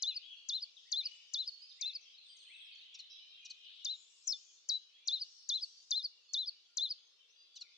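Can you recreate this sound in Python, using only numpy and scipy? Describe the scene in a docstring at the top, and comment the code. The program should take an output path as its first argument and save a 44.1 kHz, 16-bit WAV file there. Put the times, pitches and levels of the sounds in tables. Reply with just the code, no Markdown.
"""Songbirds at a marsh edge

A near songbird repeats a short, high, looping note, an almost pure tone shaped by its beak.
A second bird gives three double chips with both sides of its syrinx; others whistle, trill and
twitter farther off. Reeds and trees scatter every call, over a faint hush of open air."""
import sys
import numpy as np
from scipy import signal
from scipy.io import wavfile
from scipy.ndimage import uniform_filter1d

SR = 44100
rng = np.random.default_rng(int(sys.argv[2]) if len(sys.argv) > 2 else 0)


def waveform_to_disk(signal):
    """Save audio, clipped to [-1, 1], as 16-bit WAV at the path in sys.argv[1]."""
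    frames = np.transpose(np.atleast_2d(signal))
    scaled = np.clip(frames, -1, 1) * 32767
    samples = np.round(scaled).astype(np.int16)
    wavfile.write(sys.argv[1], SR, samples)


N = 342657
TIME = np.arange(N) / SR


def amp(db):
    return 10 ** (np.asarray(db) / 20)


def unit_rms(x):
    return x / np.sqrt(np.mean(x ** 2) + 1e-20)


def at_frequency(curve, hz):
    knots_hz, values = np.transpose(curve)
    return np.interp(np.log(hz + 1), np.log(knots_hz), values)


def add(mix, start_s, sound):
    part = mix[:, max(round(start_s * SR), 0):][:, :sound.shape[1]]
    part += sound[:, :part.shape[1]]


def panned(sound, pan_db):
    """Level difference gives direction: pan_db is left minus right."""
    left = amp(pan_db) / (1 + amp(pan_db))
    return 2 * np.array([sound * left, sound * (1 - left)])


def phase_of(hz):
    return 2 * np.pi * np.cumsum(hz) / SR


def progress(length_s):
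    return np.linspace(0, 1, int(length_s * SR))


def ease(t, start, end):
    """A raised-cosine step from 0 to 1."""
    return (1 - np.cos(np.pi * np.clip((t - start) / (end - start), 0, 1))) / 2


def waver(count, size):
    """Low-passed noise of rms near 1 that changes over about size samples."""
    smooth = uniform_filter1d(uniform_filter1d(rng.standard_normal(count + 4000), size), size)
    return unit_rms(smooth)[2000:2000 + count]


def patchy_noise(spectrum, patchy_db, coherence=None):
    """Spectral shaping: stereo noise of rms 1 whose level drifts in patches of time and frequency."""
    hz = np.fft.rfftfreq(1024, 1 / SR)
    a, b, c, d, patches = rng.standard_normal((N // 256 + 5, 513, 5)).T
    patches = unit_rms(uniform_filter1d(uniform_filter1d(patches, size=16, axis=1), size=3, axis=0))
    shared = at_frequency(coherence, hz)[:, None] if coherence else 0
    left = a + 1j * b
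    right = shared * left + np.sqrt(1 - shared ** 2) * (c + 1j * d)
    gain = amp(at_frequency(spectrum, hz)[:, None] + patchy_db * patches)
    return unit_rms(signal.istft(gain * np.array([left, right]), nperseg=1024, noverlap=768)[1][:, :N])


def whistle(hz, level_db, pan_db, wobble=.008, flutter_db=2):
    """A far note: a sine with slight random frequency and amplitude modulation."""
    hz = hz * (1 + wobble * waver(len(hz), size=120))
    envelope = amp(level_db + flutter_db * waver(len(hz), size=300)) * signal.windows.tukey(len(hz), .5)
    return panned(envelope * np.sin(phase_of(hz)), pan_db)


# Spectrum of the hush: frequency_hz, relative_db
AIR_SPECTRUM = [(30, -30.5), (100, -30.5), (170, -23.5), (300, -9.5), (450, -1), (750, -8), (1150, -2.5),
                (1700, -4), (4000, -6), (8000, -15.5), (10500, -22.5), (16000, -28.5)]
# Likeness of left and right: frequency_hz, coherence
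AIR_COHERENCE = [(60, .3), (240, 1), (480, .85), (960, .35), (1900, 0.16)]


def open_air(level_db=-84):
    """Broadband ambient noise, most coherent between the channels in the low mids."""
    return amp(level_db) * patchy_noise(AIR_SPECTRUM, patchy_db=2, coherence=AIR_COHERENCE)


# Spectra of the low and high distant singers: frequency_hz, relative_db
LOW_SPECTRUM = [(300, -68.5), (1500, -29.5), (2000, -18), (2400, -7), (2900, 3), (3700, 2), (4400, -6.5),
                (5200, -39.5), (9000, -64)]
HIGH_SPECTRUM = [(1000, -69.5), (3300, -31.5), (4400, 0.5), (5400, 0), (6600, -9.5), (7400, -18),
                 (8500, -27.5), (10000, -39.5), (14000, -67.5)]
# Their envelopes, before each band's gain: time_s, level_db
LOW_ENVELOPE = [(0.0, -70.5), (0.24, -70.5), (0.86, -72.5), (1.17, -70), (1.56, -73), (2.34, -71.5),
                (2.55, -65.5), (3.74, -65.5), (3.94, -73.5), (4.33, -80), (4.89, -78), (5.15, -70),
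                (5.3, -76), (6.04, -80.5), (7.62, -74), (7.77, -72)]
HIGH_ENVELOPE = [(0.0, -69.5), (0.24, -73.5), (0.95, -66.5), (1.06, -66), (1.71, -67), (2.57, -78),
                 (4.28, -69), (4.41, -66), (4.93, -74.5), (5.11, -73), (5.26, -62.5), (5.54, -62),
                 (5.97, -66), (6.14, -73), (6.79, -74.5), (6.9, -72), (7.1, -77.5), (7.77, -74)]


def chorus(low_gain_db=6.5, high_gain_db=.5, pan_db=2):
    """Incoherent summation: many distant singers, blurred by trees, merge into two bands of noise."""
    low_db = low_gain_db + np.interp(TIME, *np.transpose(LOW_ENVELOPE))
    high_db = high_gain_db + np.interp(TIME, *np.transpose(HIGH_ENVELOPE))
    low = amp(low_db) * patchy_noise(LOW_SPECTRUM, patchy_db=6)
    high = amp(high_db) * patchy_noise(HIGH_SPECTRUM, patchy_db=6)
    return (low + high) * amp([[pan_db / 2], [-pan_db / 2]])


# Frequency response of the near bird's beak: pitch_hz, gain_db
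BEAK_RESPONSE = [(3450, -1), (3800, 0.5), (4130, 3), (4450, 7.5), (4950, 3), (5600, -1.5), (6400, 5.5),
                 (6950, -9.5), (7500, -25.5)]
# Stereo balance of its voice: pitch_hz, pan_db
VOICE_PAN = [(3450, 1), (3700, 2), (3950, 5.5), (4200, 6.5), (4650, -2.3), (5300, 8.5), (6400, 6.5)]


def near_voice(hz, source_db, gate, wobble=.002, flutter_db=1.77, octave_db=-45, left_lag_s=.00003):
    """Source and filter: an almost pure, slightly unsteady tone is weighted by the beak's response."""
    hz = hz * (1 + wobble * waver(len(hz), size=60))
    phase = phase_of(hz) - 2 * np.pi * hz * np.array([[left_lag_s], [0]])
    level_db = source_db + at_frequency(BEAK_RESPONSE, hz) + flutter_db * waver(len(hz), size=150)
    envelope = uniform_filter1d(amp(level_db), size=35) * gate
    # the beak passes the octave only near the crest of the note
    octave = amp(octave_db) * np.interp(hz, [3500, 4100, 4500], [0, 1, 0])
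    tone = np.sin(phase) + octave * np.sin(2 * phase)
    return np.sqrt(2) * panned(envelope, at_frequency(VOICE_PAN, hz)) * tone


# The near bird's notes:
# start_s, source_db, first_hz, bend_start_s, second_hz, last_hz, length_s, level_change_db
LOOPING_NOTES = [(0.02, -37.5, 3440, 0.028, 4100, 3450, 0.12, -2.5),
                 (0.4853, -38, 3450, 0.034, 4140, 3560, 0.12, -2.5),
                 (0.9153, -37, 3455, 0.033, 4163, 3530, 0.12, 0),
                 (1.334, -36, 3450, .031, 4096, 3494, .122, -5.5),
                 (1.8084, -38, 3515, 0.033, 4137, 3500, 0.12, -5.5),
                 (3.8447, -37.5, 3540, .031, 4106, 3760, .12, -5.5),
                 (4.2699, -33.5, 5333, 0.043, 3550, 3526, .108, -10.5),
                 (4.6856, -38.5, 3837, 0.015, 3998, 3883, .098, 5),
                 (5.072, -36.5, 3450, 0.034, 4110, 3620, 0.12, -1),
                 (5.4871, -35.5, 3472, 0.032, 4115, 3394, .12, -4),
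                 (5.9047, -34.5, 3463, .031, 4154, 3580, .122, -4.5),
                 (6.3316, -36, 3477, 0.033, 4085, 3467, 0.13, -4.5),
                 (6.7683, -35.5, 3457, 0.028, 4137, 3490, 0.12, -2.5)]


def looping_notes(top_hz=7400, plunge_s=.01, bend_end_s=.07, attack_s=.0013, release_s=.056):
    """Frequency glides: each note plunges to one pitch, bends to a second and drifts to a last."""
    out = np.zeros((2, N))
    for start_s, source_db, first_hz, bend_s, second_hz, last_hz, length_s, change_db in LOOPING_NOTES:
        t = np.arange(0, length_s, 1 / SR)
        plunge = (top_hz - first_hz) * np.exp(-(t / plunge_s) ** 1.7)
        bend = (second_hz - first_hz) * ease(t, bend_s, bend_end_s)
        drift = (last_hz - second_hz) * ease(t, bend_end_s, .9 * length_s)
        hz = first_hz + plunge + bend + drift
        gate = ease(t, 0, attack_s) * np.sin(np.pi / 2 * np.minimum((length_s - t) / release_s, 1))
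        add(out, start_s, near_voice(hz, source_db + change_db * t / length_s, gate))
    return out


# Far falling whistles: start_s, length_s, start_hz, level_db, pan_db
FALLING_WHISTLES = [(0.074, .075, 3150, -56.5, 9), (0.31, 0.048, 3520, -54.5, 9.5),
                    (0.764, 0.024, 4000, -55.5, 9), (0.876, 0.055, 6560, -74, -2),
                    (1.275, 0.053, 6270, -71, -0.5), (1.699, .027, 4595, -56, -7.5),
                    (2.004, 0.055, 6490, -65, 11), (2.365, 0.021, 7000, -67, 10),
                    (2.749, 0.015, 6950, -68.5, 12), (2.81, .034, 4580, -59.5, -2.5),
                    (4.222, 0.12, 6380, -63, -0.5), (5.049, 0.057, 6210, -62, -7.5),
                    (6.499, .053, 2920, -75.5, -0.5), (7.614, 0.07, 2725, -70.5, 15)]


def falling_whistles(fall=.27):
    """Linear chirps, each losing the same fraction of its pitch."""
    out = np.zeros((2, N))
    for start_s, length_s, start_hz, level_db, pan_db in FALLING_WHISTLES:
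        add(out, start_s, whistle(start_hz * (1 - fall * progress(length_s)), level_db, pan_db))
    return out


def stray_whistles(per_s=6, pitch_hz=(3026, 5620), length_s=(.025, .07), max_fall=.26, level_db=-75):
    """Faint downward chirps, one at a random moment in each equal time slot."""
    out = np.zeros((2, N))
    for slot, (late, height, span, slope, size, side) in enumerate(rng.random((int(per_s * N / SR), 6))):
        u = progress(np.interp(span, [0, 1], length_s))
        hz = np.interp(height, [0, 1], pitch_hz) * (1 - max_fall * slope * u)
        add(out, (slot + late) / per_s, whistle(hz, level_db + 8 * (size - .5), pan_db=12 * (side - .5)))
    return out


# Flicks that finish most of the near bird's notes: start_s, source_db
NOTE_FLICKS = [(0.132, -43), (0.594, -45), (1.026, -42), (1.446, -44.5), (1.922, -45), (5.185, -41.5),
               (5.597, -41), (6.014, -39.5), (6.446, -40), (6.877, -40.5)]


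def flicks(start_hz=3200, peak_hz=5123, end_hz=4377, peak_s=.024, full_s=.032, length_s=.053):
    """A quick glide up and partly back, whose source level crests just after its pitch."""
    out = np.zeros((2, N))
    t = np.arange(0, length_s, 1 / SR)
    fade_s = .005
    rise = (peak_hz - start_hz) * ease(t, 0, peak_s)
    fall = (end_hz - peak_hz) * ease(t, peak_s, length_s - fade_s)
    swell_db = -14.5 * (1 - ease(t, .019, full_s)) - 5 * ease(t, full_s, length_s)
    gate = ease(t, 0, fade_s) * ease(length_s - t, 0, fade_s)
    for start_s, source_db in NOTE_FLICKS:
        add(out, start_s, near_voice(start_hz + rise + fall, source_db + swell_db, gate))
    return out


# Far piping notes: start_s, length_s, pitch_hz, level_db, pan_db
PIPING_NOTES = [(0.139, 0.15, 933, -93, 0), (0.364, 0.044, 4470, -63.5, 1), (.87, 0.088, 1880, -78.5, -0.5),
                (1.511, 0.057, 4434, -52.5, -8.5), (1.613, .04, 4950, -53, -6),
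                (2.274, 0.082, 4754, -64, 1.5), (2.721, 0.021, 4490, -59, -7),
                (3.008, 0.024, 4080, -54.5, -3), (3.094, 0.078, 3910, -60, -7),
                (3.186, 0.096, 3016, -62.5, 3), (3.391, 0.019, 3180, -57, 1.5), (3.4, .14, 2494, -64, 2.5),
                (4.933, .06, 3310, -67, -1.5), (5.597, .12, 7960, -77.5, 3),
                (6.274, 0.094, 4416, -62, -5.5), (6.683, 0.064, 1406, -86.5, -3),
                (6.963, 0.16, 6370, -79.5, 14), (7.35, 0.11, 4800, -68.5, -1),
                (7.519, 0.099, 4676, -64.5, -4), (7.603, 0.056, 1418, -83, 2)]


def piping_notes(droop=.02):
    """Nearly steady tones whose frequency follows a shallow parabolic arch."""
    out = np.zeros((2, N))
    for start_s, length_s, pitch_hz, level_db, pan_db in PIPING_NOTES:
        arch = 1 - droop * (2 * progress(length_s) - 1) ** 2
        add(out, start_s, whistle(pitch_hz * arch, level_db, pan_db))
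    return out


# Far rising whistles: start_s, length_s, target_hz, level_db, pan_db
RISING_WHISTLES = [(0.192, .18, 3390, -57.5, 10), (0.849, 0.044, 2604, -75.5, -0.5),
                   (1.008, 0.15, 3015, -59.5, 10.5), (1.774, 0.15, 2703, -61, 7.5),
                   (2.478, 0.14, 2693, -60.5, 4), (4.945, 0.19, 2395, -81, 1),
                   (7.277, 0.053, 6970, -72.5, 9)]


def rising_whistles(depth=.3, rise_s=.037, sag=.045):
    """Upward chirps that approach a target frequency asymptotically, less a slight sag."""
    out = np.zeros((2, N))
    for start_s, length_s, target_hz, level_db, pan_db in RISING_WHISTLES:
        u = progress(length_s)
        contour = 1 - depth * np.exp(-(u * length_s / rise_s) ** 2) - sag * u ** 2
        add(out, start_s, whistle(target_hz * contour, level_db, pan_db))
    return out


# Far trills: start_s, length_s, start_hz, end_hz, swing_hz, pulse_rate_hz, level_db, pan_db
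BUZZY_TRILLS = [(1.098, 0.081, 7430, 8000, 790, 66, -83, 0), (2.208, 0.49, 8430, 8200, 70, 61, -77.5, -4),
                (3.096, 0.039, 5270, 5460, 450, 100, -58.5, 2), (3.602, .27, 3120, 3750, 382, 97, -60, 7.5),
                (3.93, .13, 6980, 7190, 330, 130, -68.5, 10.5),
                (4.05, .28, 7270, 7200, 546, 86, -72.5, 9.5), (4.298, .31, 6590, 6500, 634, 100, -68, 4),
                (5.579, 0.33, 5300, 6220, 850, 84, -73.5, 11.5)]


def trills(pulse_depth=.61, rate_wobble=.064):
    """Amplitude and frequency modulation at one fast rate make sidebands, heard as a buzz."""
    out = np.zeros((2, N))
    for start_s, length_s, start_hz, end_hz, swing_hz, rate_hz, level_db, pan_db in BUZZY_TRILLS:
        count = int(length_s * SR)
        pulse = phase_of(rate_hz * (1 + rate_wobble * waver(count, size=300)))
        swing = np.sin(pulse) + .34 * waver(count, size=60)
        hz = np.linspace(start_hz, end_hz, count) + swing_hz * swing
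        envelope = amp(level_db) * (1 - pulse_depth * np.cos(pulse)) * signal.windows.tukey(count, .4)
        add(out, start_s, panned(envelope * np.sin(phase_of(hz)), pan_db))
    return out


def twitters(from_s=2.13, to_s=2.93, per_s=28, length_s=.019, pitch_hz=(3055, 4403), level_db=-59.5):
    """A far bird's jittered train of brief downward chirps at random pitches."""
    out = np.zeros((2, N))
    for slot_s in np.arange(from_s, to_s, 1 / per_s):
        late, height, slope, size = rng.random(4)
        hz = np.interp(height, [0, 1], pitch_hz) * (1 + .09 * slope * (1 - 2 * progress(length_s)))
        add(out, slot_s + .02 * late, whistle(hz, level_db + 6 * (size - .5), pan_db=0))
    return out


# The second bird's chips: start_s, length_s, low_nominal_hz, high_nominal_hz, low_octave_db, high_db
DOUBLE_CHIPS = [(2.941, 0.025, 3020, 3840, -54, -54), (2.986, 0.031, 3065, 4125, -59.5, -47.5),
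                (3.448, .025, 3094, 3840, -52, -53), (3.497, 0.028, 3270, 4230, -57, -45),
                (7.554, 0.031, 3195, 3950, -55, -51.5), (7.606, 0.028, 3030, 4150, -56.5, -44)]


def chips(fundamental_db=-9, products_db=-10, wobble=.011, pan_db=3):
    """Intermodulation: two falling voices, one from each side of the syrinx, add rasping partials."""
    out = np.zeros((2, N))
    for start_s, length_s, low_hz, high_hz, low_octave_db, high_db in DOUBLE_CHIPS:
        u = progress(length_s)
        low_glide = np.interp(u, [0, .35, .7, 1], [.97, .94, .93, .7])
        high_glide = np.interp(u, [0, .22, .5, 1], [1.4, 1.09, 1.0163, .85])
        low = phase_of(low_hz * low_glide * (1 + wobble * waver(len(u), size=25)))
        high = phase_of(high_hz * high_glide * (1 + wobble * waver(len(u), size=25)))
        low_voice = np.sin(2 * low) + amp(fundamental_db) * np.sin(low)
        products = np.sin(low + high) + 1.6 * np.sin(2 * high - low) + .1 * np.sin(2 * high)
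        rasp = amp(low_octave_db) * (low_voice + amp(products_db) * products)
        swell = np.sin(np.pi * u)
        high_voice = amp(high_db) * swell * np.sin(high)
        add(out, start_s, panned(np.sqrt(2) * swell * (rasp + high_voice), pan_db))
    return out


def thicket(calls, twig_db, twig_t60_s, twig_db_per_octave, tree_db, tree_t60_s, treble_loss):
    """Multiple scattering: twigs give a short echo, trees a long tail whose treble dies sooner."""
    taps = rng.standard_normal((2, 2 * SR)) * (rng.random((2, 2 * SR)) < .1)
    taps[:, :130] = 0  # nothing returns in the first 3 ms
    hz, t, spectra = signal.stft(taps, SR, nperseg=256)
    octaves = np.log2(np.clip(hz[:, None], 2000, 9000) / 4000)
    tilt_db = twig_db_per_octave * np.minimum(octaves, .5)
    twigs = amp(twig_db + tilt_db - 60 * t / twig_t60_s) / np.sqrt(twig_t60_s)
    trees = amp(tree_db - 60 * t / tree_t60_s * 2 ** (treble_loss * octaves)) / np.sqrt(tree_t60_s)
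    response = signal.istft(spectra * (twigs + trees), SR, nperseg=256)[1]
    response *= np.sqrt(2 * np.log(1000) / SR) / taps.std()  # a 0 dB tail has unit energy
    return signal.fftconvolve((calls + calls.mean(0)) / 2, response, axes=1)[:, :N]


def scene(bank_delay_s=.018, bank_db=-28):
    """The direct-to-reverberant ratio conveys distance: near birds are almost dry, far ones half echo."""
    near = looping_notes() + flicks() + chips()
    far = rising_whistles() + falling_whistles() + piping_notes() + stray_whistles()
    far += trills() + twitters()
    near_echo = thicket(near, twig_db=-23.5, twig_t60_s=.2, twig_db_per_octave=17,
                        tree_db=-22, tree_t60_s=.77, treble_loss=.16)
    add(near_echo, bank_delay_s, amp(bank_db) * near[::-1])  # reflection off the bank, sides swapped
    far_echo = thicket(far, twig_db=-3.5, twig_t60_s=.49, twig_db_per_octave=-1.5,
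                       tree_db=-2.5, tree_t60_s=1.1, treble_loss=.99)
    return near + near_echo + far + far_echo + chorus() + open_air()


def record(dry):
    """Band limiting: a linear-phase low-pass filter at 15.5 kHz."""
    lowpass = signal.firwin(511, 15500, window=("kaiser", 9), fs=SR)
    return signal.oaconvolve(dry, lowpass[None], "same")


dry = scene()
out = record(dry)
waveform_to_disk(out)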